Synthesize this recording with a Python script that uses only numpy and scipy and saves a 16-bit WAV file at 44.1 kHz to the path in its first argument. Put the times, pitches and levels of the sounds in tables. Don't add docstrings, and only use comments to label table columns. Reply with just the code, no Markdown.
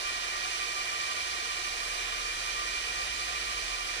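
import sys
import numpy as np
from scipy import signal
from scipy.fft import rfft, irfft
from scipy.io import wavfile
from scipy.ndimage import uniform_filter1d, map_coordinates

SR = 44100
rng = np.random.default_rng(int(sys.argv[2]) if len(sys.argv) > 2 else 0)


def master(y):
    cut = np.clip(np.atleast_2d(y).T, -1, 1)
    pcm = np.round(cut * 32767)
    wavfile.write(sys.argv[1], SR, pcm.astype(np.int16))


N = 176400

# time in seconds, turns per second.
FAN_A_SPEED = [(0, 238.8), (.5, 238.3), (1.1, 238.2), (1.9, 238.9), (2.8, 238.3), (3.2, 238.7),
               (3.6, 238.3), (4, 238.4)]
FAN_B_SPEED = [(0, 236.5), (.35, 236.6), (.55, 235.7), (1.2, 235.8), (1.8, 236.3), (1.97, 238),
               (2.5, 238.1), (3.05, 237.7), (3.2, 237.1), (3.55, 237.7), (3.8, 237.3), (4, 235.8)]
FAN_C_SPEED = [(0, 237), (.3, 237.1), (.9, 236.8), (1.05, 235.6), (1.3, 234.8), (2.2, 235.1), (2.35, 237),
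               (3.05, 236.9), (3.35, 235.6), (4, 235.9)]
# multiple of the shaft speed, left and right level in dB before
FAN_A_TONES = [(2, -71, -72, 0.4), (3, -62.5, -66, 1.8), (5, -49.5, -47.5, -2.5), (7, -74, -59.5, -0.5),
               (8, -53, -56, -1.5), (10, -55.5, -48.5, 0.3), (12, -63, -58.5, -2.5), (18, -62, -55, 1)]
FAN_B_TONES = [(1, -74.5, -77.5, 0.5), (3, -68, -69, 1.9), (5, -48, -46, -2.5), (6, -72, -64, -0.2),
               (8, -57.5, -56.5, -0.5), (10, -45.1, -42, 2), (13, -56.5, -55.5, -2), (15, -63, -59, 0),
               (20, -65, -57, -1.8)]
FAN_C_TONES = [(2, -70, -71, 0.3), (5, -52, -49.5, -2.5), (8, -55, -47.5, 0.4), (10, -49.5, -46.5, 1.43),
               (13, -57.5, -55, -1.2), (15, -66, -59, -2), (20, -63, -51, 3), (25, -69, -56, 1.5)]
# time in seconds, gain in dB.
WHINE_FADER = [(0, 0.5), (.45, 1.2), (1.1, 1), (1.9, -0.4), (2.65, 0.5), (3.5, -0.5), (4, -2)]

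# frequency in Hz, left and right base level in dB per Hz.
AIR_COLOUR = [(20, -86, -80), (88.5, -80.5, -88), (167, -89.5, -91), (235, -88.0, -90.5), (325, -81, -83.5),
              (650, -75.5, -77), (870, -81, -83.5), (1090, -77.0, -72.5), (1590, -77.5, -73),
              (2330, -77, -70.5), (3350, -74.5, -71.5), (4200, -78, -72), (5300, -79.9, -73.5),
              (6760, -82, -76.5), (7300, -81, -82.5), (8200, -78.5, -86.5), (9560, -81, -88.5),
              (10530, -86.5, -97.5), (12560, -93, -99.5), (14900, -99.9, -108.8)]
# centre in Hz, width in Hz, left and right lift in dB.
CASE_RESONANCES = [(383, 20, -7, -7), (456, 50, 1, 2.5), (502, 23, -5, -7), (560, 26, -10, -5),
                   (741.5, 60, 6, 7), (1030, 116, 0, 3.5), (1150, 32, 2, -2.5), (1237, 70, 6, 4),
                   (1323, 45, -3, -4), (1417, 85, 0, 5), (1610, 37, 1, -1), (1813, 84, 5, 4),
                   (2240, 50, -5, 0), (2330, 200, 7, 4), (2486, 83, 1.5, 5.5), (2858, 86, 0, 6),
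                   (2984, 155, 2.5, 4.5), (3470, 49, -2, -2), (3640, 60, -5, -9), (3680, 40, 2.5, 2),
                   (4150, 120, 2.5, 2.5), (4720, 140, 1, 5.5), (5890, 380, 0, 4.5), (6790, 260, -2, -3),
                   (7350, 70, -.5, 3.5)]
# frequency in Hz, share of the power from 0 to 1.
AIR_SHARED = [(60, .88), (400, .9), (650, .8), (860, .48), (1000, .18), (1220, .85), (1340, .42),
              (1800, .62), (2100, .46), (2500, .48), (2900, .74), (4300, .68), (5200, .55), (5850, .27),
              (6500, .44), (7600, .5), (9400, .42), (11000, .15)]
# frequency in Hz, delay in milliseconds.
RIGHT_PORT_LAG = [(250, .13), (600, .32), (860, .26), (1000, .36), (1100, .52), (1600, .48), (2500, .54),
                  (4000, .52), (7000, .55), (9500, .54)]

# pitch in Hz, left and right level in dB, left phase lead in radians.
MACHINE_TONES = [(79.6, -70, -70, 0), (120, -77, -79, 0), (350, -64, -66, 0), (369, -68, -67, .1),
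                 (739, -66, -68, .9), (1669, -70, -63, -1.3), (2042.5, -59, -64, .1)]
# time in seconds, pitch in Hz.
LOW_HUM_PITCH = [(0, 41.1), (1.09, 41.1), (1.25, 39.7), (4, 39.7)]
SINKING_HUM_PITCH = [(0, 60), (1.4, 60), (2.2, 58), (3, 54.5), (3.6, 52), (4, 47)]
DRONE_PITCH = [(0, 130), (2.7, 130), (3.3, 141), (4, 140)]
# time in seconds, level in dB.
LOW_HUM_LEVEL = [(0, -59), (.4, -57.5), (1.2, -67), (1.7, -55.5), (2.25, -51), (2.8, -56.5), (3.4, -63),
                 (3.7, -50), (4, -56)]
SINKING_HUM_LEVEL = [(0, -65), (.9, -77), (1.3, -59), (1.5, -64), (2.1, -68.5), (2.6, -57), (3.1, -53.5),
                     (3.6, -52), (4, -66)]
DRONE_LEVEL = [(0, -93), (2.1, -75), (2.55, -66), (2.78, -82), (3, -66), (3.5, -67), (4, -73)]


def fan(speed, tones, jitter_share=0.00013):
    shaft = angle(curve(speed) * (1 + jitter_share * drift(rate_hz=25)))
    return sum(wavering_tone(multiple * shaft + 2 * np.pi * rng.random(), left_db, right_db, lead)
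               for multiple, left_db, right_db, lead in tones)


def wavering_tone(phase, left_db, right_db, lead, swell_db=0.94, scatter_share=0.083):
    swell = undb(swell_db * drift(rate_hz=3.02))
    ports = []
    for db, shift in ((left_db, lead), (right_db, 0)):
        scatter = scatter_share * (drift(rate_hz=70) + 1j * drift(rate_hz=70))
        wave = ((1 + scatter) * np.exp(1j * (phase + shift))).real
        ports.append(np.sqrt(2) * undb(db) * swell * wave)
    return np.array(ports)


def airflow(flicker_db=0.43):
    hz = np.arange(N // 2 + 1) * SR / N
    direct, room_left, room_right = rfft(rng.standard_normal((3, N)))
    share = over_pitch(hz, AIR_SHARED)
    delay = np.exp(-2j * np.pi * hz * over_pitch(hz, RIGHT_PORT_LAG) / 1000)
    near = np.sqrt(share) * np.array([direct, direct * delay])
    diffuse = np.sqrt(1 - share) * np.array([room_left, room_right])
    colour_db = case_colour(hz) + rack_ripple(hz)
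    rush = (near + diffuse) * undb(colour_db) * np.sqrt(SR / 2)
    octave = np.floor(np.log2(np.maximum(hz, 250) / 250))
    return sum(irfft(rush * (octave == band), N) * undb(flicker_db * drift(rate_hz=14))
               for band in np.unique(octave))


def case_colour(hz):
    db = np.array([over_pitch(hz, AIR_COLOUR, column=1), over_pitch(hz, AIR_COLOUR, column=2)])
    for centre, width, left_db, right_db in CASE_RESONANCES:
        bell = np.exp(-(2 * (hz - centre) / width) ** 2)
        db += np.outer([left_db, right_db], bell)
    return db


def rack_ripple(hz, depth_db=0.75, spacing_hz=35.02):
    heights = rng.standard_normal((2048, 2)).T
    bumps = np.array([map_coordinates(port, [hz / spacing_hz], mode="mirror") for port in heights])
    return depth_db * bumps / bumps.std()


def machines():
    return sum(wavering_tone(angle(hz), left_db, right_db, lead)
               for hz, left_db, right_db, lead in MACHINE_TONES)


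def hum(pitch, level):
    return np.sqrt(2) * undb(curve(level)) * np.sin(angle(curve(pitch)))


def undb(db):
    return 10 ** (np.asarray(db) / 20)


def curve(points):
    return np.interp(np.arange(N) / SR, *np.array(points, float).T)


def over_pitch(hz, table, column=1):
    table = np.array(table, float)
    return np.interp(np.log(hz + 1), np.log(table[:, 0]), table[:, column])


def drift(rate_hz):
    hold = max(int(SR / rate_hz), 2)
    steps = np.repeat(rng.standard_normal(N // hold + 2), hold)
    smooth = uniform_filter1d(uniform_filter1d(steps, hold), hold)[:N]
    return smooth / smooth.std()


def angle(hz):
    return 2 * np.pi * (np.cumsum(hz * np.ones(N)) / SR + rng.random())


def scene():
    fans = fan(FAN_A_SPEED, FAN_A_TONES) + fan(FAN_B_SPEED, FAN_B_TONES) + fan(FAN_C_SPEED, FAN_C_TONES)
    whine = fans * undb(curve(WHINE_FADER))
    low_hum = hum(LOW_HUM_PITCH, LOW_HUM_LEVEL)
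    sinking_hum = hum(SINKING_HUM_PITCH, SINKING_HUM_LEVEL)
    drone = hum(DRONE_PITCH, DRONE_LEVEL)
    return whine + airflow() + machines() + low_hum + sinking_hum + drone


def record(dry):
    cutoff_hz = 15600
    return signal.sosfilt(signal.ellip(10, .1, 80, cutoff_hz, fs=SR, output="sos"), dry)


dry = scene()
out = record(dry)
master(out)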